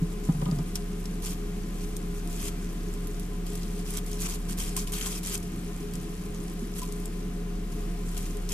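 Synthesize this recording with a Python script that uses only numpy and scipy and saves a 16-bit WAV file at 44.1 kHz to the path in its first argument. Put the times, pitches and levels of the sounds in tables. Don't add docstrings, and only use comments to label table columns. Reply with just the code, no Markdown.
import sys
import numpy as np
from scipy import signal
from scipy.fft import rfft, irfft, next_fast_len
from scipy.io import wavfile
from scipy.ndimage import uniform_filter1d, map_coordinates

SR = 44100
rng = np.random.default_rng(int(sys.argv[2]) if len(sys.argv) > 2 else 0)


def unload_wav(signal):
    wavfile.write(
        sys.argv[1],
        SR,
        np.round(np.clip(np.atleast_2d(signal).T, -1, 1) * 32767).astype(np.int16),
    )


N = 376173

# frequency in Hz, left port's lead in radians.
PORT_LEAD = [(300, 0), (430, -0.47), (690, 4), (1030, 0.3), (1300, 1.5), (3400, 1.5), (14000, 2)]
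HOLLOW_HZ, HOLLOW_T60_S = 3195, 0.017


def amp(db):
    return 10 ** (np.asarray(db) / 20)


def unit(x):
    return x / np.sqrt(np.mean(x ** 2) + 1e-20)


def along(points, hz):
    f, v = np.transpose(points)
    return np.interp(np.log(hz + 1), np.log(f + 1), v)


def curves(rows):
    s, *cols = np.transpose(rows)
    return [np.interp(np.arange(N) / SR, s, c) for c in cols]


def wobble(knots_per_s):
    knots = rng.standard_normal(int(N * knots_per_s / SR) + 4)
    return map_coordinates(knots, [np.arange(N) * knots_per_s / SR])


def filtered(x, response):
    m = next_fast_len(N + SR // 2)
    return irfft(rfft(x, m) * response(np.fft.rfftfreq(m, 1 / SR)), m)[..., :N]


def resonance(f, hz, width_hz):
    return 1j * f * width_hz / (hz * hz - f * f + 1j * f * width_hz)


def panned(db):
    return amp(np.array([db / 2, -db / 2]))


def ports(pair):
    # frequency in Hz, left-right likeness from 0 to 1.
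    port_likeness = [(30, 0.66), (70, 0.85), (150, 0.98), (300, 0.99), (450, 1), (700, 0.12), (1500, 0.61),
                     (4000, 0.48), (14000, 0.2)]
    # frequency in Hz, left-right level difference in dB.
    port_tilt = [(60, -2.5), (150, -1.5), (380, 3.5), (950, 6), (2380, -0.5), (5980, 4), (15000, 2.5)]

    def right(hz):
        alike = np.clip(along(port_likeness, hz), 0, 1)
        return [alike * np.exp(-1j * along(PORT_LEAD, hz)), np.sqrt(1 - alike ** 2)]

    both = np.array([pair[0], filtered(pair, right).sum(axis=0)])
    return filtered(both, lambda hz: panned(along(port_tilt, hz)))


def add(out, s, sound):
    piece = out[:, round(s * SR):round(s * SR) + sound.shape[-1]]
    piece += sound[..., :piece.shape[1]]


def rustle(pops_db=-4, idle_pops_db=-1):
    # frequency in Hz, relative density in dB per Hz.
    paper_spectrum = [(450, -16), (700, -9.5), (1100, -2.5), (1800, -7), (2400, -1), (3100, -4.5),
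                      (4200, -3.5), (5200, -1.5), (7500, -1), (11200, -2), (13500, -5.5), (14600, -9)]
    # frequency in Hz, left-right level difference in dB.
    paper_tilt = [(1500, -0.5), (3200, 3), (5500, -3), (9000, 0.5), (13000, -5)]
    # time in seconds, level in dB.
    stir_levels = [(0, -59), (.3, -57), (3.2, -55.5), (3.42, -62), (3.6, -57), (7, -53), (7.4, -63),
                   (8.53, -57)]
    hollow_width_hz = np.log(1000) / (np.pi * HOLLOW_T60_S)
    hollow_db = 2

    def colour(f):
        hollow = 1 + amp(hollow_db) * resonance(f, HOLLOW_HZ, hollow_width_hz)
        return amp(along(paper_spectrum, f)) * hollow

    grain = amp(0.97 * wobble(35) + 1.6 * wobble(250))
    drag = grain * patchy(rng.standard_normal((2, N)), depth_db=2.0)
    scrape = unit(ports(filtered(drag, colour)))
    pops = creases(most_db=13, count=4000)
    ticks = creases(most_db=12, count=2500)
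    slides, stir = sliding(), amp(curves(stir_levels)[0])
    dragged = np.hypot(slides, stir) * scrape
    popped = amp(pops_db) * slides * pops + amp(idle_pops_db) * stir * ticks
    return filtered(dragged + popped, lambda f: panned(along(paper_tilt, f)))


def patchy(pair, depth_db):
    z = signal.stft(pair, nperseg=256)[2]
    field = rng.standard_normal(z.shape[1:])
    field = uniform_filter1d(field, size=5, axis=0)
    field = uniform_filter1d(field, size=10, axis=1)
    return signal.istft(z * amp(depth_db * unit(field)), nperseg=256)[1][:, :N]


def creases(most_db, count, centre_hz=8800, spread=.22, cycles=26., spread_db=4.5, rough=.045):
    pace = np.cumsum(amp(5 * wobble(40)))
    when, size, left, right = rng.random((count, 4)).T
    n = np.arange(SR // 200)
    at = np.searchsorted(pace, when * pace[-1])[:, None] + n
    hz = np.clip(centre_hz * np.exp(spread * rng.standard_normal((count, 1))), 900, 14000)
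    turns = hz * n / SR
    decay = amp(-60 * turns / cycles)
    gain = amp(np.minimum(-spread_db * np.log(size), most_db))[:, None] * decay

    def heard(phase_turns):
        ragged = turns + rough * np.cumsum(rng.standard_normal(turns.shape), axis=1)
        ring = gain * np.sin(2 * np.pi * (ragged + phase_turns[:, None]))
        return np.pad(np.bincount(at.ravel(), ring.ravel()), (0, N))[:N]

    return unit(np.array([heard(left), heard(right)]))


def sliding():
    # start in seconds, length in seconds, level in dB as it catches, level in dB as it lets go.
    slide_rows = [(0.24, 0.36, -49.5, -62), (0.662, 0.046, -49.5, -55), (0.757, 0.027, -33, -53),
                  (1.23, .025, -45, -40), (1.259, 0.075, -37.5, -45), (1.73, 0.12, -53.5, -49.5),
                  (2.146, 0.044, -48.5, -53), (2.302, 0.184, -49, -37), (3.465, 0.36, -48, -53),
                  (3.858, 0.13, -46.5, -40.5), (4.064, 0.19, -49, -45), (4.212, 0.055, -35.5, -37),
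                  (4.286, 0.071, -37.5, -41), (4.491, 0.041, -39, -43.5), (4.577, 0.025, -44.5, -35),
                  (4.612, 0.16, -35.5, -51), (4.768, 0.081, -30, -49.5), (4.874, 0.02, -40, -45),
                  (4.931, 0.083, -35.5, -41), (5.013, 0.055, -34, -39), (5.063, 0.065, -32, -40),
                  (5.133, 0.046, -43, -36), (5.234, 0.12, -40.5, -34.5), (5.429, 0.027, -44, -58),
                  (5.937, 0.027, -49, -52), (6.759, 0.036, -45, -39), (6.818, 0.027, -38.5, -46),
                  (7.716, 0.14, -54, -56), (8.057, 0.097, -51, -47.5), (8.17, 0.09, -39.5, -50.5),
                  (8.26, 0.092, -45, -55), (8.496, .04, -41.5, -33.5)]
    catch_db_per_s, settle_db_per_s = 1900, 700
    t, power = np.arange(N) / SR, np.zeros(N)
    for s, length_s, catch_db, end_db in slide_rows:
        end = s + length_s
        drop_db = catch_db_per_s * np.maximum(s - t, 0) + settle_db_per_s * np.maximum(t - end, 0)
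        near = drop_db < 60
        level_db = np.interp(t[near], [s, end], [catch_db, end_db])
        power[near] += amp(2 * (level_db - drop_db[near]))
    return np.sqrt(power)


def fan():
    # time in seconds, mean rms level of the throb in dB.
    throb_levels = [(0.0, -34), (1.61, -34), (4.92, -33), (5.08, -37), (6.3, -38), (7.58, -33), (8.53, -32)]
    # multiple of the shaft speed, mean rms level in dB.
    blade_tones = [(5, -40.5)]
    shaft_hz = 35.05
    phase = 2 * np.pi * shaft_hz * np.arange(N) / SR + 0.29 * wobble(1.5)
    throb = amp(curves(throb_levels)[0] + 0.33 * wobble(24)) * np.sin(phase)
    blades = sum(amp(db + 0.74 * wobble(4.6)) * np.sin(k * phase + 0.27 * wobble(8.3))
                 for k, db in blade_tones)
    return np.sqrt(2) * (throb + blades)


def room():
    # frequency in Hz, relative density in dB per Hz.
    air_spectrum = [(20, -8.5), (60, -2.5), (110, -8.5), (150, -4.5), (250, -9), (345, -6.5), (370, -18),
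                    (460, -41), (600, -24), (900, -35), (1300, -27.5), (1900, -27.5), (2500, -28),
                    (4200, -33.5), (8000, -34), (14600, -38)]
    # centre in Hz, width in Hz, rms level in dB ahead of the ports.
    cavity_bands = [(190.7, 32.5, -47.5), (411.4, 10, -46.5), (523, 6.6, -65), (697.2, 14.5, -59),
                    (788, 6, -84), (1013, 24, -64), (1213, 13, -69.5)]
    air_db = -41
    noise = rng.standard_normal((2, N))
    air = unit(filtered(noise, lambda f: amp(along(air_spectrum, f))))
    rings = sum(amp(db) * unit(filtered(noise, lambda f: resonance(f, hz, width_hz)))
                for hz, width_hz, db in cavity_bands)
    return ports(amp(air_db + 0.64 * wobble(3.313)) * air + rings)


def handling():
    # time in seconds, strength in dB, case pitch in Hz,
    # rattle and puff gain relative to the ring in dB, grip's 60 dB decay in seconds.
    bump_rows = [(0.017, -6.5, 164, -54, 0.077), (0.288, -0.5, 166, -43, 0.062),
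                 (0.345, -13, 154, -40, 0.1), (0.385, -15, 152, -48, 0.061),
                 (0.419, -12.5, 146, -28.5, 0.1), (0.46, -11.5, 153.6, -32, 0.09),
                 (0.484, -11, 179, -36.5, 0.084), (0.518, -9, 155, -35.5, 0.14),
                 (0.565, -13.5, 153, -48, 0.085), (0.588, -12, 155, -36, 0.14),
                 (6.617, -19, 235, -42, 0.13)]
    # time in seconds, strength in dB, pitch in Hz.
    tap_rows = [(4.764, -33.5, 1036), (5.0584, -38, 1047), (6.818, -29, 1007)]
    # pitch in Hz, mean relative level in dB.
    loose_parts = [(540, 4.5), (800, 2), (990, 2.5), (1230, 3.5)]
    out, t = np.zeros((2, N)), np.arange(SR // 4) / SR
    dull = signal.butter(2, [350, 1000], "bandpass", fs=SR)

    def ring(hz, t60_s, rise_s):
        return np.sin(2 * np.pi * hz * t) * amp(-60 * t / t60_s) * (1 - np.exp(-t / rise_s))

    def rattle():
        return sum(amp(db + rng.normal(0, 5.1)) * rng.choice([-1, 1]) * ring(hz, 0.097, 0.0048)
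                   for hz, db in loose_parts)

    for s, db, hz, rattle_db, t60_s in bump_rows:
        grip = amp(-60 * (t / t60_s) ** 2)
        body = grip * (ring(hz, 0.13, 0.015) + amp(-10.0) * ring(1.595 * hz, 0.062, 0.0072))
        parts = np.array([rattle(), rattle()])
        puff_gain = amp(9.5 - 60 * t / 0.063) * (1 - np.exp(-t / 0.0018))
        puff = puff_gain * unit(signal.lfilter(*dull, rng.standard_normal((2, len(t)))))
        add(out, s, amp(db) * (body + amp(rattle_db) * (parts + puff)))
    for s, db, hz in tap_rows:
        add(out, s, amp(db) * panned(4.4)[:, None] * ring(hz, 0.098, 0.007))
    return out


def snaps():
    # time in seconds, nominal peak in dB, centre in Hz, left-right level difference in dB.
    snap_rows = [(0.416, -29, 3000, 3.0), (0.456, -26.5, 3040, 4), (0.5127, -25.5, 4940, 3),
                 (0.587, -29.5, 5140, 5), (0.7561, -12.5, 5570, 1), (1.056, -23, 5530, 0),
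                 (1.2227, -25, 10400, -5), (1.259, -23, 8700, -7), (1.967, -19, 8700, -1),
                 (2.2745, -27, 8500, 5), (2.328, -25, 9360, 3), (2.938, -28, 7600, -2),
                 (3.0715, -23, 11300, -6), (3.197, -24, 10500, -5), (3.4663, -33, 9000, 0),
                 (3.5327, -29, 8500, 0), (3.554, -21, 7760, 1), (3.576, -31, 6500, 0),
                 (3.632, -26, 5030, 3), (3.7913, -29, 9020, 2.5), (3.906, -19, 9700, 0),
                 (3.938, -22, 8040, -2), (3.9718, -15.5, 7800, -6), (4.0632, -29, 8340, -1.0),
                 (4.115, -22.5, 8600, -5), (4.131, -25, 5660, 1), (4.191, -28, 4000, 1),
                 (4.2035, -23, 7120, -7), (4.4905, -37, 6000, 0), (4.5745, -28, 9000, -5),
                 (4.591, -28, 9000, -2), (4.605, -22, 8520, -8), (4.7653, -12, 8300, 3),
                 (4.8732, -25, 3050, 3), (4.921, -18, 8900, -2), (4.935, -22, 3120, 7),
                 (5.011, -20.5, 3100, 5), (5.0611, -22, 3300, 9), (5.234, -29, 9100, 2.0),
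                 (5.3448, -23, 7050, 1.0), (5.3773, -21, 8180, -0.5), (5.9364, -26, 7660, 3.5),
                 (5.9545, -23, 7250, 4), (6.1759, -36, 6220, 5), (6.9234, -23.5, 8150, 5),
                 (7.0566, -21, 8100, 2), (8.09, -29, 7300, 3), (8.177, -23.5, 6560, 13),
                 (8.3699, -28, 8200, -4), (8.4907, -20, 5700, 0.5)]
    crest_db = 15
    hollow_db = -11
    out, t = np.zeros((2, N)), np.arange(SR // 10) / SR
    wide = signal.butter(2, [3000, 11500], "bandpass", fs=SR)

    def ring(hz):
        lag = np.array([[0], [along(PORT_LEAD, hz)]])
        return np.sin(2 * np.pi * (hz * t + rng.random()) - lag)

    for s, db, hz, pan_db in snap_rows:
        noise = rng.standard_normal((2, len(t)))
        band = signal.butter(2, [hz / 1.44, hz * 1.63], "bandpass", fs=SR)
        crack = amp(-3.0) * unit(signal.lfilter(*band, noise))
        crack += amp(1.0 - 60 * t / 0.038) * ring(hz)
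        crack += amp(-1.5 - 60 * t / 0.011) * unit(signal.lfilter(*wide, noise[::-1]))
        shape = amp(-60 * t / 0.027) + amp(-10.5 - 60 * t / 0.1)
        hollow = amp(hollow_db - 60 * t / HOLLOW_T60_S) * ring(HOLLOW_HZ)
        add(out, s, amp(db - crest_db) * panned(pan_db)[:, None] * (crack * shape + hollow))
    return out


def scene():
    return rustle() + fan() + room() + handling() + snaps()


def record(dry):
    top_hz = 14650
    return filtered(dry, lambda hz: hz < top_hz)


dry = scene()
out = record(dry)
unload_wav(out)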